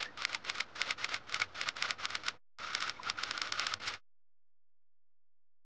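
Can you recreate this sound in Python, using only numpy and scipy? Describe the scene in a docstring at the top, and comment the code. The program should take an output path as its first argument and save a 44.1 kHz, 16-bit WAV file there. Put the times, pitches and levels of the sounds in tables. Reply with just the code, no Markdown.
"""At a counter in a dull, humming room, a cloth is twisted in quick strokes inside a steel coffee filter basket.
Rasp: noise and sharp snags follow the strength of each stroke, and the steel cup rings along with them.
Snaps and squeaks: when the cloth slips free there is a tiny noise burst; when it chatters, a short tone.
Room: a wash of shaped noise with wavering hums lies under three bouts of wiping, the last two almost joined.
Between and after the bouts there is near silence."""
import sys
import numpy as np
from scipy import signal
from scipy.fft import rfft, irfft, next_fast_len
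from scipy.io import wavfile
from scipy.ndimage import uniform_filter1d

SR = 44100
rng = np.random.default_rng(int(sys.argv[2]) if len(sys.argv) > 2 else 0)


def materialize(psi):
    """Save the field psi as 16-bit PCM at rate SR to the path in sys.argv[1].

    A 1-D psi becomes a single channel; in a 2-D psi each row is a channel.
    """
    bounded = np.clip(np.atleast_2d(psi).T, -1, 1)
    quanta = np.round(bounded * 32767).astype(np.int16)
    wavfile.write(sys.argv[1], SR, quanta)


N = 249160
TIME = np.arange(N) / SR
EDGE_HZ = 10100  # upper edge of the whole sound

# strokes of the cloth; build_db is the change in level from start to end:
# start_s, length_s, end_level_db, build_db
STROKES = [(0, 0.057, -45, -11.5), (0.171, 0.067, -42.5, 2), (0.263, 0.089, -39.5, 11.5),
           (0.437, 0.058, -35.5, 13.5), (0.519, 0.091, -39.5, 10.5), (0.749, 0.079, -39, 7),
           (0.829, .082, -36.5, 8.5), (0.974, 0.073, -36.5, 9), (1.075, 0.073, -34, 15),
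           (1.265, 0.1, -38, 15.5), (1.393, 0.026, -35, 13.5), (1.543, .095, -38.5, 6.5),
           (1.654, 0.028, -36.5, 3.5), (1.752, 0.11, -38, 9), (1.874, 0.04, -39.5, -1),
           (1.98, 0.068, -38.5, 10), (2.079, 0.08, -40, 9), (2.185, 0.043, -55.5, -4),
           (2.231, 0.06, -40, 7), (2.585, 0.13, -43.5, 3.5), (2.724, 0.056, -41.5, -1.5),
           (2.806, 0.096, -42.5, -4.5), (3.024, 0.073, -38, 12.5), (3.168, 0.15, -43, 2.5),
           (3.331, 0.069, -45.5, -3.5), (3.415, 0.078, -44.5, -3.5), (3.525, 0.037, -43, -2.5),
           (3.569, 0.16, -40.5, -2), (3.81, 0.092, -37.5, 7.5), (3.886, 0.054, -40.5, 9.5)]
# bouts of wiping, with light brushing between the strokes:
# start_s, end_s, brushing_db, room_db
BOUTS = [(0, 2.346, -61, -59), (2.585, 3.765, -57, -57.5), (3.794, 3.947, -53, -57.5)]
# overall tone of the rasp; only the differences between levels count:
# pitch_hz, level_db
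RASP_TONE = [(100, -11), (350, -11), (550, -3.5), (900, -5), (1800, 0.5), (2900, -0.5), (4400, -3),
             (5400, -9.5), (6200, -13), (7100, -19.5), (7800, -28.5), (9200, -36.5), (10200, -61)]
# resonances of the cup and its holder, before the cup opens or closes:
# pitch_hz, width_hz, level_db
CUP_RESONANCES = [(1231, 70, -1), (1286, 49, 9), (1387, 70, 7), (1450, 40, 1), (2050, 210, -4.5),
                  (3570, 83, -3.5), (5400, 450, -0.5), (6600, 600, -8.5)]
# how freely the cup rings under the cloth:
# time_s, level_db
CUP_OPENNESS = [(0, -2), (2.7, 4), (3.7, 2), (3.85, 0)]
# moments when the cloth slips free; swell_s sets both the rise and the fall, rim_db is rim over cup:
# middle_s, level_db, swell_s, rim_db
SNAPS = [(0.029, -29, 0.0026, 2), (.175, -37, 0.00096, -8), (.222, -30, 0.0016, -5),
         (0.2516, -16.5, 0.00068, 8), (0.2962, -41, .0027, -2.5), (0.3313, -32.5, 0.0015, 6),
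         (0.3485, -25, 0.002, 5.5), (0.4495, -38, 0.0013, -4.5), (0.4994, -23, 0.0015, 3.5),
         (0.555, -39.5, 0.0043, -1), (0.5832, -33, 0.0008, -3.5), (0.606, -24.5, 0.0028, 10.5),
         (0.761, -41, 0.0018, -8.5), (0.8171, -16.5, 0.00053, 11), (0.9095, -23.5, 0.0018, 8.5),
         (1.0458, -23.5, 0.0017, 7.5), (1.093, -35, 0.0019, -10), (1.144, -23.5, 0.00094, 9),
         (1.2962, -37, 0.0011, -10), (1.3249, -33, 0.0016, -2), (1.345, -21.5, 0.0011, 9.5),
         (1.401, -31, .0026, -3.5), (1.4188, -23.5, 0.0011, -12), (1.615, -24.5, 0.0013, 7.5),
         (1.689, -23.5, 0.0019, 6), (1.7683, -37.5, 0.0029, -9), (1.8255, -21, .0013, 6),
         (1.9081, -21.5, .0012, 5), (2.055, -21.5, 0.00078, 1), (2.1055, -36.5, 0.0028, 0),
         (2.154, -25, 0.0016, 0.5), (2.2364, -39, 0.00097, 3), (2.2665, -33.5, 0.0016, -5.5),
         (2.2849, -24, 0.0021, 1), (2.587, -39, 0.00048, -8), (2.7345, -37.5, 0.0016, -14.5),
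         (2.7509, -20.5, 0.00096, 0), (2.8065, -34, 0.003, -7), (2.8253, -28, 0.0016, 3),
         (2.8797, -34.5, 0.0028, -26), (2.8966, -24, 0.00081, -2), (3.0331, -35, 0.00046, 0.5),
         (3.1, -21.5, 0.00095, -1.5), (3.2362, -27, 0.0023, -1), (3.3112, -24, 0.00092, -3.5),
         (3.3787, -30, .0014, -6), (3.418, -24.5, 0.0016, 1.5), (3.4739, -31.5, 0.0004, 2.5),
         (3.524, -25, 0.0016, -3), (3.5966, -22, 0.00088, -1), (3.648, -41, 0.0014, 6.5),
         (3.669, -24.5, 0.0016, -6.5), (3.74, -23.5, .0011, -5.5), (3.8034, -46, 0.0016, 10),
         (3.8643, -38, 0.00063, 0), (3.8814, -34.5, .01, -0.5), (3.94, -36, 0.0019, 16)]
# tone of the three parts of a snap; only the differences between levels count:
# pitch_hz, level_db
SNAP_CUP_TONE = [(100, -25.5), (400, -22), (850, -14), (1150, -2.5), (1400, 2), (1750, -4.5), (2200, -21.5),
                 (3500, -59.5)]
SNAP_RIM_TONE = [(1200, -40.5), (1750, -7.5), (2150, 9.5), (2600, -1), (3100, -12), (4200, -53)]
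SNAP_SIZZLE_TONE = [(1900, -37), (2800, -2.5), (3600, 3.5), (4400, 1), (5300, 4), (6200, -8), (7100, -5.5),
                    (8000, -17.5), (8900, -21), (10200, -59)]
# short squeaks of cloth chattering on steel; swell_s sets both the rise and the fall:
# middle_s, peak_db, pitch_hz, swell_s
SQUEAKS = [(.029, -31, 2020, 0.0023), (0.063, -38, 1797, 0.0059), (0.085, -48.5, 1855, 0.015),
           (.361, -44, 905, 0.0064), (1.421, -20.5, 2205, 0.0024), (1.85, -30.5, 1420, 0.0031),
           (2.618, -39, 1350, 0.0044), (2.705, -39, 1140, .005), (2.851, -37, 1360, 0.0062),
           (2.969, -49, 2260, 0.0055), (3, -35.5, 995, 0.0035), (3.077, -32, 1370, 0.0044),
           (3.188, -29, 1385, 0.003), (3.353, -35, 1440, 0.0048), (3.722, -37.5, 1280, 0.0047)]
# tone of the room's wash; only the differences between levels count:
# pitch_hz, level_db
ROOM_TONE = [(20, -17.5), (55, -1.5), (100, 1.5), (150, -1), (260, -1), (380, -1.5), (1400, 0), (2500, -12),
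             (5000, -30.5), (7500, -39), (10000, -57.5)]
# unsteady hums of machines, compared with the wash; the first also gets LOW_HUM_LIFT:
# pitch_hz, level_db
HUMS = [(95, -11.5), (212, -17.5), (305, -15), (500, -14), (609, -19.5)]
# changing lift of the first, lowest hum:
# time_s, lift_db
LOW_HUM_LIFT = [(0, -5.5), (.9, -6), (1.2, 4), (2.3, -0.5), (2.9, -5.5), (3.6, 3), (3.9, 4.5)]

# how quickly strokes and bouts begin, how fast a stroke dies away, how slowly a bout fades
GRIP_S, RELEASE_DB_PER_S, BOUT_FADE_S = .008, 521, 0.018
ROOM_REST_DB = -104  # the wash outside the bouts
# a snap sizzles more the harder it is, the more it rings the rim and the later it comes
SIZZLE_DB, SIZZLE_PER_DB, SIZZLE_PER_RIM_DB, SIZZLE_DB_PER_S = 7.5, 0.18, 0.38, 0.78


def rasp(lump_db=1, lump_hz=70, grain_db=0.5, grain_hz=600, snags_per_s=70, snag_size=7,
         drift=0.00591, soft_db=-56, soft_slope=0.27, level_db=-0.6, cup_swing_db=2):
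    """Countless fibres slip in clumps and a few snag; a barely touching cloth loses its rasp."""
    rub_db = rubbing()
    # below soft_db the sound weakens faster than the rubbing
    force = amp(rub_db - soft_slope * np.maximum(soft_db - rub_db, 0))
    touching = np.clip((rub_db + 78) / 6, 0, 1)
    clumps = amp(lump_db * wander(lump_hz) + grain_db * wander(grain_hz))
    weave, steel = clumps * rng.standard_normal((2, N))
    is_snag = rng.random(N) < snags_per_s / SR
    snags = snag_size * rng.standard_normal(N) * is_snag
    # the cup rings unevenly as folds cover it
    openness = amp(np.interp(TIME, *np.transpose(CUP_OPENNESS)) + cup_swing_db * wander(25))
    cup = openness * basket(steel, 1 + drift * wander(3.7))
    friction = folds(weave + snags + cup)
    return amp(level_db) * force * touching * unit(colour(friction, RASP_TONE))


def rubbing():
    """How hard the cloth rubs, in dB: each stroke grips, changes in force and lets go, over light brushing."""
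    force = sum(amp(brush_db) * bout(start, end) for start, end, brush_db, _ in BOUTS)
    for start, length, end_db, build_db in STROKES:
        t = TIME - start
        build = build_db * (np.clip(t / length, 0, 1) - 1)
        release = RELEASE_DB_PER_S * np.maximum(t - length, 0)
        grip = np.clip(t / GRIP_S, 0, 1)
        force = np.maximum(force, grip * amp(end_db + build - release))
    return 20 * np.log10(force + 1e-9)


def folds(x, depth_db=0.64, shift_hz=14, count=6):
    """Folds of cloth come and go under the fingers, so each band of the rasp swells on its own."""
    centres = np.geomspace(800, 8000, count)
    size = next_fast_len(N)
    hz = np.fft.rfftfreq(size, 1 / SR)
    place = np.interp(np.log(hz + 1), np.log(centres), np.arange(count))
    spectrum = rfft(x, size)
    mix = np.zeros(N)
    for k in range(count):
        # neighbouring bands overlap like triangles
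        share = np.maximum(1 - abs(place - k), 0)
        band = irfft(spectrum * share, size)[:N]
        mix += band * amp(depth_db * wander(shift_hz))
    return mix


def basket(x, shift=1):
    """The steel cup rings at its own pitches, which move up and down together with the shift factor."""
    rings = 0
    for hz, width_hz, db in CUP_RESONANCES:
        # turn the resonance down to zero pitch, smooth there, then turn it back
        turn = np.exp(2j * np.pi * np.cumsum(hz * shift * np.ones(N)) / SR)
        r = np.exp(-np.pi * width_hz / SR)
        ring = turn * signal.lfilter([1 - r], [1, -r], x / turn)
        rings = rings + amp(db) * 2 * ring.real
    return rings


def snaps(ring_db=-14, steepness=1.2, size=4096):
    """Each snap is a burst of tiny slips that swells and dies quickly; the cup rings 2 ms later."""
    out = np.zeros(N)
    t = (np.arange(size) - size // 2) / SR
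    below_edge = np.fft.rfftfreq(size, 1 / SR) < EDGE_HZ
    for s, db, spread, rim_db in SNAPS:
        sizzle_db = SIZZLE_DB + SIZZLE_PER_DB * db + SIZZLE_PER_RIM_DB * rim_db + SIZZLE_DB_PER_S * s
        swell = np.exp(-(abs(t) / spread) ** steepness)
        slips = swell * rng.standard_normal(size)
        # the slips fill the burst evenly, both in frequency and in time
        for _ in range(5):
            even = np.exp(1j * np.angle(rfft(slips))) * below_edge
            slips = swell * np.cos(np.angle(np.fft.ifft(even, size)))
        cup = unit(colour(slips, SNAP_CUP_TONE))
        rim = amp(rim_db) * unit(colour(slips, SNAP_RIM_TONE))
        sizzle = amp(sizzle_db) * unit(colour(slips, SNAP_SIZZLE_TONE))
        snap = cup + rim + sizzle
        # give the snap the same energy as its swell before setting the level
        add(out, s, amp(db) * snap * np.linalg.norm(swell) / np.linalg.norm(snap))
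    delay = np.zeros(SR // 500)
    return out + amp(ring_db) * np.r_[delay, basket(out)][:N]


def glint(x, band_hz=(4800, 5700), share=(-.25, .4)):
    """The steel's bright ring is muffled early on and stands out more and more over four seconds."""
    band = signal.butter(1, band_hz, "bandpass", fs=SR, output="sos")
    return x + np.interp(TIME, [0, 4], share) * signal.sosfiltfilt(band, x)


def squeaks(jitter=.04, size=4096):
    """The cloth briefly sticks and slips at a slightly unsteady pitch."""
    out = np.zeros(N)
    t = (np.arange(size) - size // 2) / SR
    for s, db, hz, spread in SQUEAKS:
        unsteady = unit(uniform_filter1d(rng.standard_normal(size), size=64))
        pitch = hz * (1 + jitter * unsteady)
        tone = np.sin(2 * np.pi * np.cumsum(pitch) / SR)
        add(out, s, amp(db) * np.exp(-abs(t) / spread) * tone)
    return out


def echoes(x, t60=0.042, wet_db=-19, size=8192):
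    """The counter and the machine scatter a short, faint tail that falls 60 dB in t60 seconds."""
    t = np.arange(size) / SR
    is_echo = (rng.random(size) < .06) * (t > .003)
    taps = rng.standard_normal(size) * is_echo * amp(-60 * t / t60)
    return amp(wet_db) * signal.fftconvolve(x, taps / np.linalg.norm(taps))[:N]


def room_tone(waver_hz=12):
    """A dull wash with wavering machine hums in it; it comes and goes with the bouts of wiping."""
    hums = []
    for hz, hum_db in HUMS:
        # two waves a quarter turn apart, each wandering in level, make one unsteady hum
        cosine = wander(waver_hz) * np.cos(2 * np.pi * hz * TIME)
        sine = wander(waver_hz) * np.sin(2 * np.pi * hz * TIME)
        hums.append(amp(hum_db) * unit(cosine + sine))
    wash = unit(colour(rng.standard_normal(N), ROOM_TONE))
    low_hum = amp(np.interp(TIME, *np.transpose(LOW_HUM_LIFT))) * hums[0]
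    level = amp(ROOM_REST_DB) + sum(amp(db) * bout(start, end) for start, end, _, db in BOUTS)
    return level * (wash + low_hum + sum(hums[1:]))


def bout(start, end):
    """Level of one bout: it opens quickly at its start and fades after its end."""
    fade = np.exp(-(np.maximum(TIME - end, 0) / BOUT_FADE_S) ** 2 / 2)
    return np.clip((TIME - start) / GRIP_S, 0, 1) * fade


def amp(db):
    """Turns decibels into a gain."""
    return 10 ** (np.asarray(db) / 20)


def unit(x):
    """Scales a sound to an average (rms) strength of one."""
    return x / np.sqrt(np.mean(x ** 2) + 1e-30)


def gains(points, hz):
    """Reads a tone table as gains, drawing straight lines in dB over log frequency."""
    f, db = np.transpose(points)
    return amp(np.interp(np.log(hz + 1), np.log(f), db))


def colour(x, points):
    """Filters a sound by a tone table."""
    size = next_fast_len(len(x))
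    hz = np.fft.rfftfreq(size, 1 / SR)
    return irfft(rfft(x, size) * gains(points, hz), size)[:len(x)]


def wander(rate_hz):
    """Random motion of unit size, mostly slower than the given rate."""
    size = next_fast_len(N)
    hz = np.fft.rfftfreq(size, 1 / SR)
    slow = rfft(rng.standard_normal(size)) / (1 + (hz / rate_hz) ** 4)
    return unit(irfft(slow, size)[:N])


def add(mix, s, sound):
    """Adds a short sound with its middle at s seconds."""
    at = round(s * SR) - len(sound) // 2 + np.arange(len(sound))
    inside = (at >= 0) & (at < N)
    mix[at[inside]] += sound[inside]


def scene(side_db=-31):
    """All of it is straight ahead; the sound only trembles faintly between the ears."""
    slips = glint(snaps()) + squeaks()
    mid = rasp() + slips + echoes(slips) + room_tone()
    side = amp(side_db) * mid * wander(400)
    return np.array([mid + side, mid - side])


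def record(dry, hiss_db=-116, offset=.0014):
    """Adds a faint hiss, cuts everything above the upper edge and adds a small steady offset."""
    heard = dry + amp(hiss_db) * rng.standard_normal(dry.shape)
    lowpass = signal.firwin(511, EDGE_HZ, window=("kaiser", 9), fs=SR)
    return signal.oaconvolve(heard, lowpass[None], "same") + offset


dry = scene()
out = record(dry)
materialize(out)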